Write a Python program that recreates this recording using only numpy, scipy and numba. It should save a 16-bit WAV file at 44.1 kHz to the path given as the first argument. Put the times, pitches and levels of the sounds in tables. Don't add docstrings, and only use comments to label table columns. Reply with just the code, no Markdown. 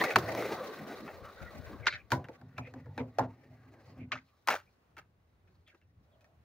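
import sys
import numpy as np
from scipy import signal
from scipy.fft import rfft, irfft, next_fast_len
from scipy.io import wavfile
from scipy.ndimage import uniform_filter1d
from numba import njit

SR = 44100
rng = np.random.default_rng(int(sys.argv[2]) if len(sys.argv) > 2 else 0)


def invert_db(x):
    u = np.asarray(x, float) / 20
    return 10 ** u


def log_audio(samples):
    frames = np.atleast_2d(samples).T
    limited = np.clip(frames, -1, 1)
    pcm = np.round(limited * 32767).astype(np.int16)
    wavfile.write(sys.argv[1], SR, pcm)


N = 284268
ON_BOX_S = 2.1
# peak_s, rise_s, low_mode_db, second_mode_db
BOX_BOOMS = [(2.132, 0.012, -28, -36), (2.445, 0.05, -46, -56), (2.602, 0.04, -39, -45),
             (2.768, 0.04, -49, -43), (2.895, 0.07, -42, -69), (3.012, 0.04, -37, -34),
             (3.212, 0.025, -32, -30), (3.515, 0.06, -53, -60.5), (3.685, 0.06, -58, -61),
             (3.895, 0.04, -50, -61), (4.025, 0.07, -40.5, -41), (4.148, 0.03, -49, -47)]


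def unit(x):
    return x / np.sqrt(np.mean(x ** 2))


def columns(table):
    s, *rest = np.transpose(table)
    return [np.interp(np.arange(N) / SR, s, c) for c in rest]


def colour(x, points):
    size = next_fast_len(x.shape[-1])
    log_hz = np.log(np.fft.rfftfreq(size, 1 / SR) + 1)
    p = np.array(points)
    gain = invert_db(np.interp(log_hz, np.log(p[:, 0]), p[:, 1]))
    return irfft(rfft(x, size) * gain, size)[..., :x.shape[-1]]


@njit
def svf(x, hz, width):
    y, b, l = np.empty(len(x)), 0., 0.
    for i in range(len(x)):
        g, k = np.tan(np.pi * hz[i] / SR), width[i] / hz[i]
        v = (b + g * (x[i] - l)) / (1 + g * (g + k))
        b, l, y[i] = 2 * v - b, l + 2 * g * v, k * v
    return y


def band(x, hz, width):
    return svf(x, hz + 0 * x, width + 0 * x)


def between(x, lo_hz, hi_hz):
    return signal.sosfilt(signal.butter(4, [lo_hz, hi_hz], "band", fs=SR, output="sos"), x)


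def walk(rate):
    k = int(SR / rate)
    held = np.repeat(rng.standard_normal(N // k + 1), k)
    return 1.8 * uniform_filter1d(uniform_filter1d(held, k), k)[:N]


def bumps(size, spread_db):
    grain = np.minimum(rng.exponential(size=size), 4)
    return rng.standard_normal(size) * invert_db(spread_db * grain)


def narrow(hz, width):
    x = band(band(rng.standard_normal(N), hz, width), hz, 2 * width)
    return x / np.sqrt(uniform_filter1d(x ** 2, size=SR // 25) + 0.27 * np.mean(x ** 2))


def swells(rows, fall_db_s):
    t, out = np.arange(0, N / SR + .01, .002), 0
    for s, rise, db in rows:
        before = 20 * (s - t) / max(rise, .003)
        after = fall_db_s * (t - s)
        out = out + invert_db(db - np.where(t < s, before, after))
    return np.interp(np.arange(N) / SR, t, out)


def park():
    # pitch_hz, level_db (per Hz)
    air = [(110, -23.5), (170, -1.5), (630, -6), (1600, -14.5), (2500, -18.5), (4000, -27.5), (6300, -30.5),
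           (16000, -34.5)]
    # time_s, level_db
    traffic = [
        (4.3, -1),
        (4.9, 2.5),
        (5.1, -2.5),
        (5.5, 0.5),
        (5.9, -5.5),
        (6.1, 1.5),
        (6.45, 1.5),
    ]
    mid, side = (colour(rng.standard_normal(N), air) for _ in range(2))
    side = colour(side, [(100, -12.5), (500, -4.5), (1200, 0.5), (16000, -1.0)])
    level = invert_db(-75 + columns(traffic)[0])
    return level * (mid + side * np.array([[1], [-1]])) / np.std(mid)


def body(modes, drive, patchy_db, rate):
    out = 0
    for hz, width, db in modes:
        own = drive + 0.99 * rng.standard_normal(N)
        centre = hz * (1 + walk(6) / 40)
        mode = unit(band(band(own, centre, width), centre, 6 * width))
        out = out + invert_db(db + patchy_db * walk(rate)) * mode
    return unit(out)


def by_surface(concrete, box, spinning):
    t, off_box_s = np.arange(N) / SR, 4.2
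    return np.where(t < ON_BOX_S, concrete, np.where(t < off_box_s, box, spinning))


def wheels():
    # time_s, level_db
    distance = [(0, -31), (.14, -47), (.21, -42), (.36, -38), (.62, -43.5), (.84, -49), (.93, -48.5),
                (1.2, -53.5), (1.64, -53.5), (1.73, -51.5), (1.83, -61.5), (2.06, -67.5), (2.14, -64.5),
                (3.4, -67.5), (3.98, -64.5), (4.2, -88.5), (4.66, -85), (4.8, -96)]
    # pitch_hz, width_hz, level_db
    deck_modes = [(228, 80, -3.5), (322, 90, -3), (418, 110, -2.5), (520.2, 94, -0.5), (636.2, 83, -2.5),
                  (750, 140, -5.5)]
    # pitch_hz, width_hz, level_db
    truck_modes = [(1025, 180, -3.5), (1127.6, 150, 17.5), (1480, 130, 13), (1850, 190, 6.5),
                   (1896, 140, 11.5), (2350, 91, -5), (2440, 79, -5.5)]
    # pitch_hz, width_hz, level_db
    grit_modes = [(3040, 1800, 0.5), (3960, 800, 5.5), (5100, 700, -9), (5770, 2800, -16)]
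    load = invert_db(columns(distance)[0])
    shake = invert_db(-16.5) * swells(np.array(BOX_BOOMS)[:, [0, 1, 3]], fall_db_s=328)
    grains, rough = bumps(N, spread_db=4), walk(60)
    drive = unit(grains * invert_db(3.2 * rough))
    hiss = bumps(N, spread_db=5.0) * invert_db(1.3 * rough)
    hiss = colour(hiss, [(2500, -26.5), (6000, 0.5), (11000, 2), (16000, 6)])
    grit = body(grit_modes, drive, patchy_db=1.3, rate=30) + invert_db(-5.0) * unit(hiss)
    deck = body(deck_modes, drive, patchy_db=3, rate=16)
    trucks = body(truck_modes, drive, patchy_db=3, rate=16)
    trucks = trucks + invert_db(-10) * unit(between(drive, 480, 2600))
    trucks = invert_db(by_surface(concrete=-2.5, box=-3.5, spinning=6)) * trucks
    grit = invert_db(by_surface(concrete=-11.5, box=-14.5, spinning=4.5)) * grit
    return (load + shake) * invert_db(3) * deck + load * (trucks + grit)


def slips(table, share):
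    out = np.zeros(N + SR)
    for s, length, hz, glide, db in table:
        u = np.linspace(0, 1, int(length * SR))
        track = hz * glide ** u
        grip = bumps(SR // 2, spread_db=2)[:len(u)]
        slip = band(band(grip, track, share * hz), track, 2 * share * hz)
        swell = 1.2 * np.sin(np.pi * u ** .8)
        out[int(s * SR):int(s * SR) + len(u)] += invert_db(db) * unit(slip) * swell
    return out[:N]


def shoe_scuffs():
    # start_s, length_s, pitch_hz, glide_ratio, level_db
    scuffs = [(0.0, 0.02, 3200, 1.2, -39), (1.88, 0.09, 4100, 0.95, -50), (5.712, 0.05, 1510, 1.02, -70),
              (0.010, 0.022, 988, 1.03, -32), (1.228, 0.11, 1330, 0.88, -51),
              (4.278, 0.04, 2600, 0.97, -79), (1.925, 0.075, 1750, 0.95, -49),
              (2.645, 0.05, 1950, 1.13, -59), (3.985, 0.075, 2300, 0.97, -63),
              (5.662, 0.07, 2280, 0.96, -70), (6.05, 0.39, 600, 1.16, -73), (5.41, 0.27, 369, 1.026, -78),
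              (1.865, 0.025, 4000, 1.0, -35)]
    return slips(scuffs, share=.16)


def deck_groans():
    # start_s, length_s, pitch_hz, glide_ratio, level_db
    groans = [(0.0, 0.035, 520, 1.4, -34), (0.995, 0.11, 220, 0.88, -47), (1.69, 0.09, 300, 0.85, -47),
              (0.77, 0.15, 205, 0.95, -47), (0.034, 0.035, 250, 0.95, -39), (4.972, 0.03, 330, 1.0, -60),
              (5.732, 0.04, 370, 1.0, -67), (4.478, 0.08, 225, 0.9, -55), (0.157, 0.045, 380, 0.85, -32),
              (0.63, 0.14, 430, 0.9, -45), (1.535, 0.09, 230, 1.0, -53), (3.19, 0.08, 600, 0.9, -39),
              (4.49, 0.08, 650, 0.9, -37)]
    return slips(groans, share=0.42)


def shoe_squeaks():
    # start_s, length_s, pitch_hz, glide_ratio, level_db
    chirps = [(0.585, 0.09, 534, 0.96, -40), (1.822, 0.048, 2210, 1, -52), (1.985, 0.045, 2440, 0.99, -59),
              (0.008, 0.018, 1850, 1, -28), (1.355, 0.16, 1480, 0.92, -53), (1.44, 0.09, 2010, 0.93, -56),
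              (2.6, 0.11, 2350, 1.1, -60), (3.895, 0.06, 3210, 0.81, -79), (4.66, 0.045, 2350, 1.06, -74),
              (5.662, 0.04, 3400, 0.95, -68), (6.11, 0.055, 3590, 0.86, -81), (6.2, 0.09, 610, 1.0, -70)]
    return slips(chirps, share=0.081)


def rumble():
    # peak_s, rise_s, level_db
    wind = [(0.025, 0.05, -59), (0.83, 0.08, -53), (1.0, 0.08, -53), (1.14, 0.04, -49), (1.23, 0.05, -42.5),
            (1.422, 0.02, -34), (1.555, 0.03, -42), (1.598, 0.02, -37), (1.672, 0.03, -41.5),
            (1.735, 0.03, -46), (1.808, 0.03, -37), (1.942, 0.05, -44), (2.045, 0.04, -53)]
    # peak_s, rise_s, level_db
    thumps = [
        (4.502, 0.03, -59),
        (4.995, 0.1, -63.5),
        (5.585, 0.08, -66.5),
        (5.99, 0.08, -59.5),
        (5.85, 0.06, -63.5),
        (6.395, 0.08, -62.5),
        (5.46, 0.05, -66.5),
    ]
    gusts = swells(wind, fall_db_s=298.5)
    far = invert_db(-70 + 2.2 * walk(9)) + swells(thumps, fall_db_s=161)
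    slow = uniform_filter1d(gusts, size=SR // 6) + far
    buffet = np.array([invert_db(-8) * narrow(41, 40), invert_db(-24.0) * narrow(48, 40)]) * slow
    lee = invert_db(np.array([[0], [-21]]))
    return gusts * narrow(90, 43) * lee + far * narrow(82, 48) + buffet


def clacks(table):
    out, t = np.zeros(N + SR), np.arange(SR // 20) / SR
    sag, rise_s = .2, .0004
    for s, db, hz, t60 in table:
        turns = 2 * np.pi * hz * ((1 - sag / 2) * t + sag * .002 * (1 - np.exp(-t / .002)))
        fade = invert_db(-60 * t / max(t60, .003))
        upper = invert_db(-9) * fade * np.sin(1.55 * turns)
        lower = invert_db(-13) * np.sin(.62 * turns)
        knock = (np.sin(turns) + upper - lower) * fade * (1 - np.exp(-t / rise_s))
        out[int(s * SR):int(s * SR) + len(t)] += invert_db(db) * knock / np.abs(knock).max()
    return out[:N]


def hardware_clacks():
    # start_s, peak_db, pitch_hz, t60_s
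    loose_parts = [(0.050, -28, 2100, .018), (0.062, -29, 2200, .018), (0.083, -33, 2400, .015),
                   (0.110, -26, 2400, .015), (0.137, -33, 2200, .02), (0.1585, -7, 1550, .012),
                   (0.1595, -21, 4200, .007), (0.1618, -12, 1100, .018), (0.167, -25, 4200, .01),
                   (0.167, -18, 1000, .018), (1.8665, -19, 2050, .012), (1.8695, -10, 1550, .018),
                   (1.870, -19, 4000, .008), (1.877, -21, 1400, .014), (1.8815, -16, 2050, .009),
                   (1.8853, -18, 1950, .009), (1.889, -24, 1700, .01), (1.893, -27, 1700, .015),
                   (1.927, -28, 2300, .01), (1.938, -31, 2400, .014), (1.947, -33, 2100, .012),
                   (1.953, -34, 2000, .012), (2.582, -36, 2500, .025), (2.584, -32, 1400, .02),
                   (2.980, -38, 2500, .015), (2.980, -45, 3900, .015), (2.987, -37, 2250, .018),
                   (2.995, -39, 2350, .018), (3.004, -42, 2100, .015), (3.013, -43, 2200, .015),
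                   (3.1862, -18, 720, .02), (3.1935, -16.5, 950, .022), (4.1215, -23, 2150, .014),
                   (4.125, -25, 1200, .02), (4.129, -27, 2500, .014), (4.137, -34, 2800, .012),
                   (4.155, -33, 1300, .025), (4.163, -37, 1300, .015), (4.177, -41, 2000, .012),
                   (4.188, -43, 2200, .012), (4.475, -24, 2200, .01), (4.479, -20, 1200, .012),
                   (4.486, -14, 950, .025), (4.486, -30, 5400, .03), (4.491, -19, 1100, .014),
                   (4.510, -19, 1500, .014), (4.526, -27, 2600, .012), (4.537, -27, 1900, .012),
                   (4.541, -27, 800, .025), (4.562, -31, 1500, .014)]
    # start_s, peak_db, pitch_hz, t60_s
    more_clacks = [(0.0385, -21, 1300, .01), (0.1585, -14, 2300, .01), (1.871, -21, 2900, .008),
                   (2.1192, -17, 1500, .012), (2.1195, -27, 2600, .02), (2.1225, -20, 1000, .02),
                   (2.128, -21, 950, .02), (2.244, -46, 1950, .03), (2.286, -46, 2400, .015),
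                   (2.416, -51, 1500, .02), (2.672, -47, 2200, .025), (2.651, -49, 2050, .025),
                   (3.186, -38, 2600, .02), (4.1192, -27, 2700, .008), (4.4857, -22, 2600, .008),
                   (4.507, -20, 1400, .012), (4.520, -27, 2300, .012), (4.532, -31, 2500, .012)]
    return clacks(loose_parts) + clacks(more_clacks)


def ring(modes, t, detune):
    out = 0
    for (hz, db, t60), d in zip(modes, detune):
        out = out + invert_db(db + 1.2 * d) * np.sin(2 * np.pi * hz * (1 + d / 30) * t) * invert_db(-60 * t / t60)
    return out


def blows(table, hollow, thud_db, top_db, thud_stretch, late_s, bottom_hz):
    # pitch_hz, level_db, t60_s
    axles = [(900, -7, 0.016), (1010, -6, 0.013), (1360, -2, 0.013), (1530, -1, 0.018), (1750, -0.5, 0.012),
             (1900, -7.5, 0.011), (2107, -7.5, 0.017), (2280, -3.5, 0.012), (2607, -4.5, 0.041),
             (3080, 5, 0.0062)]
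    out, t = np.zeros(N + SR), np.arange(SR // 400 * 100) / SR
    touch = 40
    for s, db, hz, snap_db, t60 in table:
        t60 = max(t60, .005)
        uneven = invert_db(2 * np.repeat(rng.standard_normal(len(t) // 100), 100))
        rattle = 0.043 * bumps(len(t), spread_db=5.0) * uneven
        detune = rng.standard_normal(20)
        contact = rattle * invert_db(-60 * t / t60)
        contact[touch] += 1
        push = rattle * invert_db(-60 * t / (t60 * thud_stretch)) * (1 - np.exp(-t / late_s))
        near = [(f, g - 12 * np.log2(f / hz) ** 2, d) for f, g, d in axles]
        crack = signal.fftconvolve(contact, ring(near, t, detune))[:len(t)]
        crack = between(crack, .6 * hz, min(2.55 * hz, 2900))
        thud = signal.fftconvolve(push + 0.18 * contact, ring(hollow, t, detune[10:]))[:len(t)]
        thud = between(thud, bottom_hz, 1700)
        snap = band(between(contact, 2350, 7000), 4000, 2200)
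        snap = snap + invert_db(top_db) * between(contact, 6500, 16000)
        i = int(s * SR) - touch
        for part, part_db in ((crack, 2.5), (thud, 4.0 + thud_db), (-snap, 11.0 + snap_db)):
            out[i:i + len(t)] += invert_db(db + part_db) * part / np.abs(part).max()
    return out[:N]


def board_blows(table, thud_db, top_db):
    # pitch_hz, level_db, t60_s
    wood = [(300, -10, 0.02), (420, 0.5, 0.03), (610, 8.5, .04), (744, 5.5, 0.03)]
    return blows(table, wood, thud_db, top_db, thud_stretch=0.96, late_s=0.0041, bottom_hz=221.2)


def throw_down():
    # start_s, crack_peak_db, crack_centre_hz, snap_minus_crack_db, rattle_t60_s
    hits = [
        (0.039, -21, 1900, -13, 0.09),
        (0.104, -28, 2080, -17.5, 0.2),
        (0.159, -15, 1457, -13, 0.05),
        (0.185, -28, 820, -11, 0.081),
        (0.32, -35.5, 1180, -13.5, 0.027),
        (0.35, -30, 1030, -11, 0.019),
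        (0.423, -31, 1170, -15.5, .07),
        (1.078, -38, 1350, -28, 0.16),
        (1.251, -47, 1480, -15.5, 0.22),
    ]
    return board_blows(hits, thud_db=-7, top_db=-12)


def box_drum():
    t, rows = np.arange(N) / SR, np.array(BOX_BOOMS)
    riding = uniform_filter1d(1. * ((t > ON_BOX_S) & (t < 4.1)), size=SR // 20)
    deck_boom = swells([(.165, 0.028, -35.5)], fall_db_s=60)
    low = swells(rows[:, :3], fall_db_s=193) + riding * invert_db(-64.5 + 2.1 * walk(12)) + deck_boom
    second = swells(rows[:, [0, 1, 3]], fall_db_s=255) + riding * invert_db(-68.5)
    return low * narrow(114, 35) + second * narrow(253.0, 16.5)


def pebbles():
    # start_s, peak_db, pitch_hz
    flicks = [(0.2856, -39, 1030), (0.3161, -39, 802), (0.331, -34, 834), (0.35, -30, 1050),
              (0.4233, -27, 1170), (0.5151, -42, 1160), (0.5341, -40, 805), (0.5964, -40, 1810),
              (0.7127, -42, 802), (0.7436, -40, 1150), (0.794, -41, 1850), (0.8763, -45, 1890),
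              (0.9456, -43, 1730), (1.008, -47, 1160), (1.026, -49, 1410), (1.0654, -42, 1270),
              (1.0788, -40, 1410), (1.1427, -49, 1430), (1.1886, -50, 1110), (1.23, -49, 1570),
              (1.2385, -46, 1150), (1.2504, -44, 1480), (1.3732, -45, 1420), (1.4206, -44, 1440),
              (1.462, -45, 1500), (1.4894, -43, 1510), (1.667, -50, 1930), (1.6949, -45, 999),
              (1.7708, -47, 802)]
    return clacks([(s, db - 3, hz, .014) for s, db, hz in flicks])


def pops():
    # start_s, crack_peak_db, crack_centre_hz, snap_minus_crack_db, rattle_t60_s
    hits = [
        (1.869, -22, 1800, -11, 0.07),
        (1.858, -41, 2100, -14, 0.2),
        (1.925, -34, 2300, -20, 0.17),
        (4.119, -26, 1900, -19, 0.14),
        (4.154, -40, 1600, -20, .14),
    ]
    return board_blows(hits, thud_db=-17, top_db=-31)


def panels_and_scuffs():
    # start_s, length_s, pitch_hz, glide_ratio, level_db
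    loose_bands = [(2.285, 0.045, 505, 1.0, -48), (2.99, 0.055, 450, 1.0, -41), (3.185, 0.035, 805, 0.9, -33),
                   (3.2, 0.09, 700, 0.95, -49), (2.978, 0.045, 2300, 1.0, -56), (2.895, 0.04, 850, 1.0, -59),
                   (2.665, 0.05, 490, 1.0, -57), (2.85, 0.05, 480, 1.0, -56), (2.566, 0.03, 2400, 1.05, -56),
                   (4.466, 0.01, 1200, 1.0, -58), (4.112, 0.008, 1000, 1.1, -50), (4.118, 0.04, 2700, .9, -47),
                   (1.895, .035, 2200, 1.0, -46)]
    return slips(loose_bands, share=0.13)


def box_landings():
    # start_s, crack_peak_db, crack_centre_hz, snap_minus_crack_db, rattle_t60_s
    hits = [(2.105, -40, 1320, -10.5, 0.12), (2.119, -19, 832, -18, 0.13), (2.243, -46, 1890, -19, 0.066),
            (2.286, -39, 900, -24, 0.042), (2.414, -46, 830, -23.5, 0.021), (2.581, -37, 1500, -15, 0.071),
            (2.672, -55, 2170, -22, .054), (2.739, -43.5, 1160, -19.5, 0.03), (2.859, -51, 700, -27, 0.075),
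            (2.978, -29.5, 800, -22.5, .057), (3.001, -38, 1114, -25.5, 0.087),
            (3.186, -26, 600, -19, 0.08), (3.2, -28.5, 640, -44, 0.13), (3.239, -48, 816, -25, .08)]
    # pitch_hz, level_db, t60_s
    hollow = [(247, -36, 0.19), (331.6, -3.5, 0.1), (416, -4.5, 0.17), (508, -3.5, 0.15), (610, 4, 0.049),
              (704.7, 11.5, 0.022), (838, 6.5, 0.033), (962, 3, 0.06)]
    return blows(hits, hollow, thud_db=-2, top_db=-13.5, thud_stretch=1.66, late_s=0.0035, bottom_hz=209)


def crash():
    # start_s, crack_peak_db, crack_centre_hz, snap_minus_crack_db, rattle_t60_s
    hits = [(4.474, -27, 1326, -9, 0.071), (4.4855, -17, 1000, -17, 0.06), (4.503, -24, 1500, -13, 0.17),
            (4.54, -28, 940, -17, 0.087), (4.552, -33, 1400, -17, 0.12), (4.968, -44.5, 1630, -21, .14),
            (4.982, -42.5, 1820, -16, 0.08), (5.474, -67, 2100, -18, .085),
            (5.676, -56.5, 2180, -16.5, 0.2), (5.747, -56, 1530, -23.5, .07),
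            (5.815, -64.5, 2360, -20, 0.064), (6.209, -64, 2010, -10.5, .09), (6.244, -60, 1600, -14, .07)]
    return board_blows(hits, thud_db=-12.5, top_db=-13)


def bank_echo(hits):
    t = np.arange(SR // 2) / SR
    banks = rng.standard_normal((2, len(t))) * invert_db(-60 * t / 0.18) * (t > .012)
    banks = colour(banks, [(200, -35.5), (500, -7), (1500, 0.5), (5000, -22)])
    return invert_db(-43.5) * signal.fftconvolve(hits[None], banks, axes=1)[:, :N]


def at_ports(mid):
    # pitch_hz, level_db
    difference = [(100, -27), (500, -16), (1500, -12), (4000, -5), (9000, -1)]
    scatter = rng.standard_normal(1500) * np.exp(-np.arange(1500) / 400)
    scattered = signal.fftconvolve(mid, scatter / np.linalg.norm(scatter))[:N]
    side = colour(scattered * walk(70), difference)
    side += np.linspace(.3, 1.2, N) * np.gradient(mid)
    return mid * invert_db(np.array([[.4], [-.4]])) + side * np.array([[1], [-1]])


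def scene():
    hits = throw_down() + pops() + crash() + box_landings() + hardware_clacks() + pebbles()
    rubbing = shoe_scuffs() + deck_groans() + shoe_squeaks() + panels_and_scuffs()
    board = hits + wheels() + rubbing
    return at_ports(board) + bank_echo(hits) + box_drum() + rumble() + park()


def low_pass(x):
    return signal.sosfilt(signal.butter(12, 16250, fs=SR, output="sos"), x)


def record(dry):
    # pitch_hz, level_db
    response = [(30, -11), (70, -2), (6500, -2), (7900, -6.5), (9800, -3), (13400, -6), (14400, 1),
                (15600, 4), (16100, -26)]
    mix = colour(dry, response)
    return low_pass(mix)


dry = scene()
out = record(dry)
log_audio(out)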